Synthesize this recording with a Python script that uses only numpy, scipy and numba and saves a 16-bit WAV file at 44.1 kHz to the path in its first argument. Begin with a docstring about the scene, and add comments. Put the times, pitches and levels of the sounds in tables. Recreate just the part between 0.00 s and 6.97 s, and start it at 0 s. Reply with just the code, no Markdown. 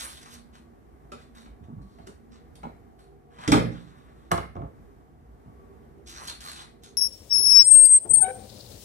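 """A quiet kitchen heard through the two ports of a hand-held phone. A cupboard door bangs shut with a double
blow; a hard object is set down, bounces and rumbles to rest: both are contact noise over struck modes. Soles
scuff (grit sticking and slipping) and tick as they catch again, small things tap (click and knock), floorboards
thud under shifting weight (uneven slips, slow sine bumps). Everything rings in the small room (decaying noise
bands), over the steady rumble of the house (shaped noise)."""
import sys
import numpy as np
from scipy import signal
from scipy.fft import rfft, irfft
from scipy.io import wavfile
from scipy.ndimage import uniform_filter1d
from numba import njit

SR = 44100
rng = np.random.default_rng(int(sys.argv[2]) if len(sys.argv) > 2 else 0)


def bounce(signal):
    """Save signal as a 16-bit WAV file at the path given by the first command-line argument."""
    frames = np.transpose(np.atleast_2d(signal))
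    limited = np.clip(frames, -1, 1)
    pcm = np.round(limited * 32767).astype(np.int16)
    wavfile.write(sys.argv[1], SR, pcm)


N = 307377
T = np.arange(N) / SR


# Door blows. Each row: start in seconds, crack peak in dB, body level in dB, crack colour in Hz, body low-pass in Hz.
DOOR_BLOWS = [(3.477, -24, -15.5, 1706, 329), (3.5183, -19.5, -12.5, 3994, 16000)]
# Door modes. Each row: frequency in Hz, relative level in dB, t60 in seconds.
DOOR_MODES = [(119.8, 7, 0.33), (210, -1, 0.031), (235, 8, 0.32), (268.7, 7, 0.28), (302.7, 15.5, 0.28),
              (420, -5, 0.1), (441, -1, 0.37), (478, 2.5, 0.15), (520, 4, 0.09), (610, -8, 0.22),
              (687, -2, 0.17), (730, -7.5, 0.1), (792, -9.5, 0.31), (897, -8, 0.2), (1012, -12.5, 0.18),
              (1228, -5.5, .2), (1340, -11, 0.099), (1450, -11, 0.099), (1736, -3, 0.097), (1940, -12, .15),
              (2415, -11.5, 0.1478)]
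# Floor and frame answer. Each row: frequency in Hz, level re body in dB, t60 in seconds, rise constant in seconds.
DOOR_BOOM = [(59.8, -7, 0.47, 0.13), (93.8, -13.5, 0.19, 0.048), (147, -11.5, 0.2, 0.0026),
             (172.6, -16.5, 0.52, 0.038), (217, -17.5, 0.53, 0.043)]
# Noisy shake. Each row: centre in Hz, level re body in dB, t60 in seconds, rise constant in seconds.
DOOR_THUMP = [(260.3, -9.5, 0.36, 0.00063), (745, -8.5, 0.14, 0.0031), (1780, -10.5, 0.084, 0.0036),
              (6000, -25, 0.031, 0.00061), (10210, -30.5, 0.051, 0.00086), (13500, -26.5, 0.08, 0.0013)]
LATCH_HZ, LATCH_OVER_CRACK_DB = 5720, -3


def cupboard_door():
    """Two blows excite the door, floor and frame; the catch rings briefly with each."""
    out = blows(DOOR_BLOWS, DOOR_MODES, DOOR_BOOM, DOOR_THUMP, crack_t60_s=0.033, push_s=0.0068)
    for start_s, crack_db, *_ in DOOR_BLOWS:
        latch = click(LATCH_HZ, 0.35, 0.021)
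        add(out, start_s, undb(crack_db + LATCH_OVER_CRACK_DB) * latch)
    return out


# Object contacts. Each row: start in seconds, crack peak in dB, body level in dB, crack colour in Hz,
# body low-pass in Hz.
OBJECT_BLOWS = [(4.3095, -44, -34.5, 900, 1210), (4.3156, -19.5, -20, 2200, 16000),
                (4.3785, -32, -29.5, 1600, 2600), (4.4024, -53, -43, 1850, 4020),
                (4.43, -49, -43.5, 1200, 3000), (4.5542, -54, -33.5, 1500, 590),
                (4.5655, -49, -35.5, 1290, 800), (4.592, -64, -39, 1310, 600),
                (4.6185, -55.5, -38.5, 1300, 800), (4.645, -65, -40.5, 1300, 630)]
# Object modes. Each row: frequency in Hz, relative level in dB, t60 in seconds.
OBJECT_MODES = [(353.4, -4.5, 0.11), (432.4, 0.5, 0.046), (545, -3.5, 0.06), (686.7, -1, 0.13),
                (845, -2.5, 0.037), (1084, 7, 0.03), (1265, 1, 0.063), (1365, 1, 0.025), (1700, 2, 0.018),
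                (2180, -1, 0.025), (2740, -9, 0.019), (2945, -13, 0.052), (3400, -10, .02),
                (4030, -10.5, 0.031)]
# Low answer. Each row: frequency in Hz, level re body in dB, t60 in seconds, rise constant in seconds.
OBJECT_BOOM = [(63.4, -18.5, 0.61, 0.0072), (98, -3, 0.19, 0.019), (169, 4, 0.084, 0.02)]
# Noisy shake. Each row: centre in Hz, level re body in dB, t60 in seconds, rise constant in seconds.
OBJECT_THUMP = [(295, -8, 0.19, 0.0054), (620, -17, 0.14, 0.0033), (1150, -7.5, 0.064, 0.0014),
                (4500, -44, 0.012, .0005), (7050, -11, 0.035, 0.0007), (9100, -12.5, 0.03, 0.00047),
                (13900, -28, 0.04, 0.0007)]


def object_set_down():
    """A hard object lands, bounces and comes to rest, its modes pushed faster than the door's."""
    return blows(OBJECT_BLOWS, OBJECT_MODES, OBJECT_BOOM, OBJECT_THUMP, crack_t60_s=0.002, push_s=0.00035)


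CRACK_SPREAD = 2.2  # contact click width / centre


def blows(events, modes, boom, thump, crack_t60_s, push_s):
    """Each blow cracks, pushes the same modes in other proportions and shakes what stands around."""
    out, t = np.zeros(N), T[:SR // 2, None]
    hz, db, t60_s = np.transpose(modes)
    low_hz, low_db, low_t60_s, low_rise_s = np.transpose(boom)
    low_envelope = undb(low_db - 60 * t / low_t60_s) * (1 - np.exp(-t / low_rise_s))
    lows = (low_envelope * np.sin(2 * np.pi * low_hz * t)).sum(1)
    sign = (-1) ** np.arange(len(hz))  # neighbouring modes move in opposite senses
    for start_s, crack_db, body_db, crack_hz, top_hz in events:
        share = rng.standard_normal(len(hz))
        mode_gain = undb(db + 0.36 * share - 60 * t / t60_s)
        ring = (mode_gain * sign * np.sin(2 * np.pi * hz * t)).sum(1)
        first_20_ms = ring[:SR // 50]
        ring = ring * (1 - np.exp(-t[:, 0] / push_s)) / np.sqrt(np.mean(first_20_ms ** 2))
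        shake = sum(undb(shake_db) * click(shake_hz, 1.6, shake_t60_s, rise_s)
                    for shake_hz, shake_db, shake_t60_s, rise_s in thump)
        body = undb(-6.0) * ring + undb(1.5) * (shake + lows)
        dulled = signal.lfilter(*signal.butter(2, top_hz, fs=SR), body)
        add(out, start_s, undb(body_db) * dulled)
        add(out, start_s, undb(crack_db) * click(crack_hz, CRACK_SPREAD, crack_t60_s))
    return out


# Small taps, and from 6.07 s the ticks of a sole catching as it starts again. Each row: start in seconds, click
# peak in dB, # click colour in Hz, wooden body level in dB, body in Hz, body t60 in seconds, high ring in Hz,
# high ring re body in dB.
TAPS = [(1.1179, -41.5, 2440, -40.5, 392.8, 0.06, 1280, -1),
        (1.458, -50.5, 1150, -47.5, 326, .03, 1170, -16), (1.985, -55, 1200, -52.5, 218.7, .03, 680, 2.5),
        (2.0694, -48, 5160, -41.5, 383, 0.1, 1500, -14),
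        (2.5535, -50.5, 4540, -55.5, 220, 0.033, 2560, -18), (2.6312, -45.5, 1270, -40, 433, 0.057, 820, 1),
        (3.3851, -47, 1450, -44.5, 227, .03, 950, -10.5), (5.7247, -83, 7000, -57, 221.3, .03, 1980, -28),
        (5.8272, -85, 5600, -55, 380, 0.031, 2000, -26),
        (5.9796, -79.5, 6000, -53.5, 223.8, .03, 2000, -27),
        (6.0673, -55, 5870, -56.5, 222, 0.038, 5830, 1), (6.2731, -35.5, 4230, -47.5, 268, 0.037, 5940, 14),
        (6.405, -40, 4270, -59.5, 199, 0.036, 3730, 3), (6.8342, -45.5, 6250, -56.5, 201, 0.037, 3600, 5)]


def taps():
    """A short click over a wooden knock: a quick high ring, a lower one and a duller blur."""
    out, t = np.zeros(N), T[:SR // 2]
    for start_s, click_db, click_hz, body_db, body_hz, body_t60_s, high_hz, high_db in TAPS:
        envelope = undb(-60 * t / body_t60_s) * (1 - np.exp(-t / 0.0011))
        ring = np.sin(2 * np.pi * body_hz * t) * envelope
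        high = undb(high_db) * click(high_hz, 0.3, 0.026, 0.00046)
        blur = undb(-3.0) * click(0.58 * body_hz, 1.7, 0.12, 0.0028)
        add(out, start_s, undb(click_db) * click(click_hz, CRACK_SPREAD, 0.025, 0.0012))
        add(out, start_s, undb(body_db) * (ring + high + blur))
    return out


# Sole strokes. Each row: start in seconds, length in seconds, level at start in dB, level at end in dB,
# treble re level in dB, lows and low mids re level in dB, bright resonance in Hz, fall between slips in dB.
SCUFFS = [(0.0, 0.052, -44, -47.5, -5, 0, 5760, -8), (0.07, 0.11, -55, -58.5, -5.5, -3.5, 3380, 1),
          (0.215, 0.019, -55.5, -60.5, -8.5, -1, 5600, -1), (0.26, 0.089, -60, -60, -8.5, 1, 6100, -1),
          (0.36, 0.03, -69, -66, -8, -3, 4400, -15), (0.53, 0.026, -74, -64, -16, 4.5, 3000, 0.5),
          (1.13, 0.1, -79, -67.5, -16, 0, 3470, 1), (1.352, 0.074, -66.5, -65.5, -10.5, 2, 3730, 7),
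          (1.64, 0.013, -73.5, -81.5, -31, 1, 3600, 4), (1.82, 0.21, -84, -78, -9, -18, 4300, 0.5),
          (2.075, 0.014, -58.5, -94, -24, 6, 4800, 2.5), (2.32, 0.041, -68.5, -68, -40, 4.5, 5130, -5),
          (2.995, 0.041, -69.5, -74, -10, 3.5, 4270, 4.5), (3.31, 0.13, -81, -59, -14, 9, 3170, 4.5),
          (3.72, 0.64, -69, -86.5, -14.5, 8, 3650, -1.5), (6.072, 0.14, -58, -54.5, -12.5, -3, 5910, 10.5),
          (6.225, 0.028, -53.5, -51.5, -13, -2, 5900, 6), (6.277, 0.021, -49.5, -49, -5, 0, 4320, 9.5),
          (6.41, 0.085, -58.5, -50, -10.5, -4.5, 4200, 14.5),
          (6.56, 0.057, -53.5, -53.5, -14.5, 0, 4010, 2), (6.834, 0.019, -63.5, -62.5, -36, -3, 6500, 14)]
# Sole resonances. Each row: centre in Hz, width in Hz, gain in dB.
SOLE = [(1150, 360, -4.5), (1530, 250, -1.5), (1900, 160, -0.5), (2420, 71, -14.5), (3408, 730, -1),
        (4070, 300, -3.5), (5743, 53, 0), (8260, 310, -3), (9660, 2200, 2.5), (13500, 900, 0)]
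# Grit spectrum. Each row: frequency in Hz, density in dB per Hz.
GRIT_COLOUR = [(410, -13), (700, -6.5), (807, -10.5), (1130, -6), (1900, -11), (3070, -13.5), (3970, -8.5),
               (5020, -7.5), (5790, -11), (7220, -5), (10400, -2.5), (12000, -2), (13600, -5.5),
               (15500, -30.5)]
SCUFF_RISE_S, SCUFF_FADE_S = .035, 0.21  # over 60 dB
CHATTER_HZ = 90  # nominal stick-slip rate
BRIGHT_WIDTH = .065  # width / centre
PATCHY_DB, SOLE_WANDER_DB = 1.5, 2.5  # scale of the random walks: band levels, each resonance
PING_DB, PING_WIDTH_HZ = -13, 260  # each release pings the bright resonance


def scuffs():
    """Grit catches and slips under a sole, ringing its short resonances; the brightest differs by stroke."""
    gain, _, treble_db, low_db, bright_hz, chatter_db = gestures(SCUFFS, SCUFF_RISE_S, SCUFF_FADE_S)
    grains_db = np.minimum(5.5 * rng.exponential(size=N), 16) * (rng.random(N) < .08)
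    grit = rng.standard_normal(N) * undb(grains_db + 0.28 * walk(250))
    cycle = np.cumsum(CHATTER_HZ * undb(1.5 * walk(60)) / SR) % 1
    grit = grit * undb(chatter_db * (0.67 - cycle))
    rub = unit(colour(grit, GRIT_COLOUR))
    rub = rub + sum(band(rub, hz, width_hz) * undb(db + SOLE_WANDER_DB * walk(30)) for hz, width_hz, db in SOLE)
    bright = band(rub, bright_hz, BRIGHT_WIDTH * bright_hz)
    rub = rub + undb(0.39 * chatter_db - 2.0) * bright  # harder slips ring it more
    splits = ((2350, "low"), ((2350, 6750), "band"), (6750, "high"))  # Hz
    low, mid, top = (unit(signal.sosfilt(signal.butter(4, edge_hz, kind, fs=SR, output="sos"), rub))
                     for edge_hz, kind in splits)
    releases = (np.diff(cycle, prepend=0) < 0) * undb(3.0 * rng.standard_normal(N))
    pings = unit(band(band(releases, bright_hz, PING_WIDTH_HZ), bright_hz, 1500.0))
    mid = mid + undb(PING_DB + 0.72 * chatter_db) * pings
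    wander = [undb(PATCHY_DB * walk(25)) for _ in range(3)]  # pressure and colour
    return gain * (wander[0] * mid + wander[1] * undb(low_db) * low + wander[2] * undb(treble_db) * top)


# Floorboards and things rocking on them. Each row: start in seconds, length in seconds, level at start in dB,
# level at end in dB, first centre in Hz, woody edge re level in dB.
THUDS = [(1.05, 0.031, -48, -75, 92, -12), (1.615, 0.091, -52, -75, 102, -37),
         (1.685, 0.14, -49.5, -56.5, 174, -14), (1.99, 0.058, -54.5, -60, 116, -9.5),
         (2.08, 0.017, -57.5, -52, 208, -15), (2.64, 0.055, -49, -50, 260, -2),
         (4.555, 0.096, -46, -46, 138, -25), (4.7, 0.12, -69, -63, 119, -20),
         (5.15, 0.2, -62.5, -64.5, 98.5, -22.5), (5.46, 0.041, -55, -57.5, 130, -10)]
THUD_RISE_S, THUD_FADE_S = 0.025, 0.083  # over 60 dB
THUD_SAG_OCTAVES_PER_S = 2.3  # centre sinks as the weight settles


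def thuds():
    """Boards shift in uneven slips, nominally 55 a second, each a soft low bump with a woody edge."""
    gain, age_s, first_hz, edge_db = gestures(THUDS, THUD_RISE_S, THUD_FADE_S)
    hz = first_hz * 2 ** (-THUD_SAG_OCTAVES_PER_S * age_s)
    slipped = np.floor(np.cumsum(55 * undb(2.7 * walk(40)) / SR))
    slips = np.diff(slipped, prepend=0) * undb(2.8 * rng.standard_normal(N))
    slips = slips + 0.0087 * rng.standard_normal(N)
    slips = signal.fftconvolve(slips, np.hanning(SR // 1000), "same")  # 1 ms push
    low = unit(band(band(slips, hz, 1.0 * hz), hz, 2.3 * hz) / np.sqrt(hz))
    edge = unit(band(band(slips, 690.0, 950.0), 660.0, 1300.0))
    return uniform_filter1d(gain, SR // 200) * (low + undb(edge_db) * edge)  # 5 ms smoothing


# Deep soft bumps as the floor gives. Each row: start in seconds, length in seconds, peak in dB, first pitch in Hz,
# last pitch in Hz.
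BUMPS = [(1.47, 0.11, -48.5, 55, 50), (1.603, 0.074, -49, 80, 71.5), (1.682, 0.071, -46.5, 240, 232),
         (1.715, .05, -43, 151, 143), (1.75, .055, -44, 106.9, 102.7), (1.755, 0.062, -48.5, 198.6, 192),
         (1.77, .13, -50, 52.05, 57.9), (1.82, 0.077, -50.5, 203, 190.8), (1.992, 0.062, -50, 89.3, 78.7),
         (2.638, .055, -43, 243.7, 227), (2.646, 0.043, -46.5, 164.5, 158),
         (4.568, 0.05, -42.5, 95.3, 105.2), (4.612, .06, -39, 122.4, 116.3), (4.6, .1, -47.5, 62.4, 58.05),
         (5.197, 0.18, -52.5, 57, 55.3)]


def bumps():
    """A few slow sine cycles that swell, glide in pitch and fade."""
    out = np.zeros(N)
    for start_s, length_s, db, first_hz, last_hz in BUMPS:
        part = T[:int(length_s * SR)] / length_s
        turns = np.cumsum(first_hz * (last_hz / first_hz) ** part) / SR
        add(out, start_s, undb(db) * np.sin(np.pi * part) * np.sin(2 * np.pi * turns))
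    return out


# House rumble spectrum. Each row: frequency in Hz, density in dB per Hz.
HOUSE = [(20, -43.5), (36, -22.5), (55, -1.5), (90, -10), (160, -13.5), (230, -12), (300, -14),
         (480, -26.5), (600, -22.5), (800, -24), (1500, -31), (2100, -35.5), (2600, -44.5), (4500, -48.5),
         (9000, -50.5)]
# Humming peaks. Each row: centre in Hz, width in Hz, level in dB.
HUM = [(64.2, 17, -68), (142.1, 5.1, -70), (233, 19, -68), (339.2, 7.6, -72.5), (397.3, 19, -69.5),
       (464.7, 24, -70.5), (736, 87, -72.5), (1133, 28, -78)]
# Capsule noise spectrum. Each row: frequency in Hz, density in dB per Hz.
CAPSULE_HISS = [(300, -30), (1500, -6), (2600, 0), (5000, -10), (10000, -11), (14000, -21)]
HOUSE_DB, CAPSULE_HISS_DB = -59.5, -90


def house():
    """Steady rumble with humming peaks that waver, over the capsules' own faint hiss."""
    air = unit(colour(ports(N), HOUSE)) * undb(HOUSE_DB + 0.79 * walk(3.2))
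    noise = ports(N)
    for hz, width_hz, db in HUM:
        hum = unit(np.array([band(band(side, hz, width_hz), hz, 2 * width_hz) for side in noise]))
        air = air + undb(db + 1.9 * walk(4.0)) * hum
    hiss = colour(rng.standard_normal((2, N)), CAPSULE_HISS)
    return air + unit(hiss) * undb(CAPSULE_HISS_DB)


# Reflection bands. Each row: centre in Hz, nominal t60 in seconds, relative level in dB.
ROOM = [(59.63, 0.2, -14), (137, 0.48, 2), (257, 0.38, 6), (560, 0.31, 9.5), (965, 0.18, 12),
        (1380, 0.25, 8), (2130, 0.33, 8.5), (2950, 0.2, 5), (3970, 0.29, 8), (6200, 0.24, 4.5),
        (7900, 0.16, -2), (9080, 0.31, 3.5), (14600, 0.22, -17.5)]


def kitchen(x, wet_db, build_s=0.0006):
    """Direct sound plus reflections that build up and die away, each band at its own pace."""
    t = T[:SR // 2]
    # evened while decaying, then the decay is undone a little faster than it was applied, leaving a slow rise
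    noise = evened(ports(len(t)) * undb(-60 * t / 0.32)) / undb(-60 * t / 0.28)
    tail = 0
    for hz, t60_s, db in ROOM:
        envelope = (1 - np.exp(-t / build_s)) * undb(-60 * t / t60_s)
        part = envelope * np.array([band(band(side, hz, hz), hz, hz) for side in noise])
        tail = tail + undb(db) * part * np.sqrt(hz / SR / np.sum(part ** 2, axis=1, keepdims=True))
    heard = x + undb(wet_db) * signal.fftconvolve(x[None], tail, axes=1)[:, :N]
    return unit(heard) * np.sqrt(np.mean(x ** 2) * (1 + undb(2 * wet_db)))


EVEN_HZ, TREND_HZ = 70, 700  # spans: peaks levelled, colour kept


def evened(tail):
    """Many surfaces fill in one another's gaps: level the chance peaks of a tail's spectrum."""
    size = tail.shape[1]
    spectrum = rfft(tail, 2 * size)
    power = np.abs(spectrum) ** 2
    fine, trend = (uniform_filter1d(power, int(hz * 2 * size / SR)) for hz in (EVEN_HZ, TREND_HZ))
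    return irfft(spectrum * np.sqrt(trend / fine), 2 * size)[:, :size]


# Diffuse-field likeness. Each row: frequency in Hz, power share common to both ports as a fraction.
LIKENESS = [(60, .9), (130, .4), (280, .35), (700, .5), (1500, .35), (4000, .15), (12000, .1)]


def ports(size):
    """Diffuse noise at two ports: a common part and a part of its own for each."""
    common, left, right = rng.standard_normal((3, size))
    share = np.clip(on_log(LIKENESS, size), 0, 1)
    return irfft(np.sqrt(share) * rfft(common) + np.sqrt(1 - share) * rfft([left, right]), size)


def click(hz, spread, t60_s, rise_s=0.00012):
    """A decaying burst of contact noise around one colour, peak 1."""
    t = T[:SR // 2]
    burst = rng.standard_normal(len(t)) * undb(-60 * t / t60_s) * (1 - np.exp(-t / rise_s))
    burst = band(band(burst, hz, spread * hz), hz, spread * hz)
    return burst / np.abs(burst).max()


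def gestures(events, rise_s, fade_s):
    """Each event rises, slides first to last level and fades; the loudest lends its age and columns."""
    start_s, length_s, first_db, last_db, *rest = np.array(events).T[:, :, None]
    age_s = T - start_s
    db = first_db + (last_db - first_db) * np.clip(age_s / length_s, 0, 1)
    db = db - 60 * np.clip(np.maximum(-age_s / rise_s, (age_s - length_s) / fade_s), 0, 5)
    lead = db.argmax(0)
    held_s = np.clip(age_s, 0, length_s)[lead, np.arange(N)]
    columns = [uniform_filter1d(column[lead, 0], SR // 200) for column in rest]
    return [undb(db.max(0)), held_s] + columns


def walk(rate_hz):
    """Random levels held 1 / rate and slewed; spread about 1.6."""
    k = int(SR / rate_hz)
    return 2.0 * uniform_filter1d(np.repeat(rng.standard_normal(N // k + 1), k), k)[:N]


@njit
def svf(x, hz, width_hz):
    """State-variable band-pass with a moving centre, gain 1 there."""
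    y, b, l = np.empty(len(x)), 0., 0.
    for i in range(len(x)):
        g, k = np.tan(np.pi * hz[i] / SR), width_hz[i] / hz[i]
        v = (b + g * (x[i] - l)) / (1 + g * (g + k))
        b, l, y[i] = 2 * v - b, l + 2 * g * v, k * v
    return y


def band(x, hz, width_hz):
    """Band-pass with fixed or moving settings."""
    return svf(x, hz + np.zeros(len(x)), width_hz + np.zeros(len(x)))


def undb(db):
    """Decibels to amplitude."""
    return 10 ** (np.asarray(db) / 20)


def unit(x):
    """Scale to RMS 1."""
    return x / np.sqrt(np.mean(x ** 2))


def on_log(table, size):
    """A (Hz, value) table read at every bin of a transform."""
    hz, value = np.transpose(table)
    return np.interp(np.log(np.arange(size // 2 + 1) * SR / size + 1), np.log(hz), value)


def colour(x, table):
    """Shape the spectrum by (Hz, dB) points."""
    return irfft(rfft(x) * undb(on_log(table, x.shape[-1])), x.shape[-1])


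def add(out, start_s, sound):
    """Mix a sound in at a time."""
    i = int(start_s * SR)
    out[i:i + len(sound)] += sound[:N - i]


def pan(left_minus_right_db):
    """Left and right gains."""
    return undb([[left_minus_right_db / 2], [-left_minus_right_db / 2]])


def scene():
    """Each source in the room at its own wet level, over the house."""
    near = kitchen(cupboard_door(), -3.0) * pan(-1)
    near = near + kitchen(object_set_down(), -7.0) * pan(-1.5)
    near = near + kitchen(taps(), 1.1)
    near = near + kitchen(thuds() + bumps(), -12.5)
    near = near + kitchen(scuffs(), -7.5)
    return near + house()


# Port colour difference. Each row: frequency in Hz, left minus right in dB.
BALANCE_DB = [(60, -1.5), (110, -4), (200, -2), (380, -2.5), (700, 0.5), (1290, 0.5), (2380, 1.5),
              (4400, 1), (8120, -4.5), (15000, 0)]
# Port phase. Each row: frequency in Hz, left port lag beyond its delay in radians.
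PORT_TURN = [(60, 0.14), (130, 0.49), (290, -0.011), (700, 0.41), (1640, 1.1), (3200, 0.16), (4300, -0.23),
             (6300, -1), (14000, 2.7)]
PORT_LAG_SAMPLES, TOP_HZ = 16, 16600


def record(dry):
    """Sound reaches the left port later, round the case; port colours differ, the high treble is uneven and cut."""
    size = dry.shape[1]
    lag_rad = 2 * np.pi * np.arange(size // 2 + 1) * PORT_LAG_SAMPLES / size + on_log(PORT_TURN, size)
    tilt_db = on_log(BALANCE_DB, size) / 2
    treble_db = on_log([(10500, 5.0), (11400, 3.0), (12000, -15.5), (12700, 10.5), (14200, 6.0),
                        (14700, -21.5), (16000, -19.0)], size)  # Hz, dB
    gain = undb(np.array([tilt_db, -tilt_db]) + treble_db)
    turn = np.array([np.exp(-1j * lag_rad), lag_rad ** 0])  # right port unturned
    heard = irfft(rfft(dry) * gain * turn, size)
    return signal.sosfilt(signal.ellip(8, .2, 70, TOP_HZ, fs=SR, output="sos"), heard)


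dry = scene()
out = record(dry)
bounce(out)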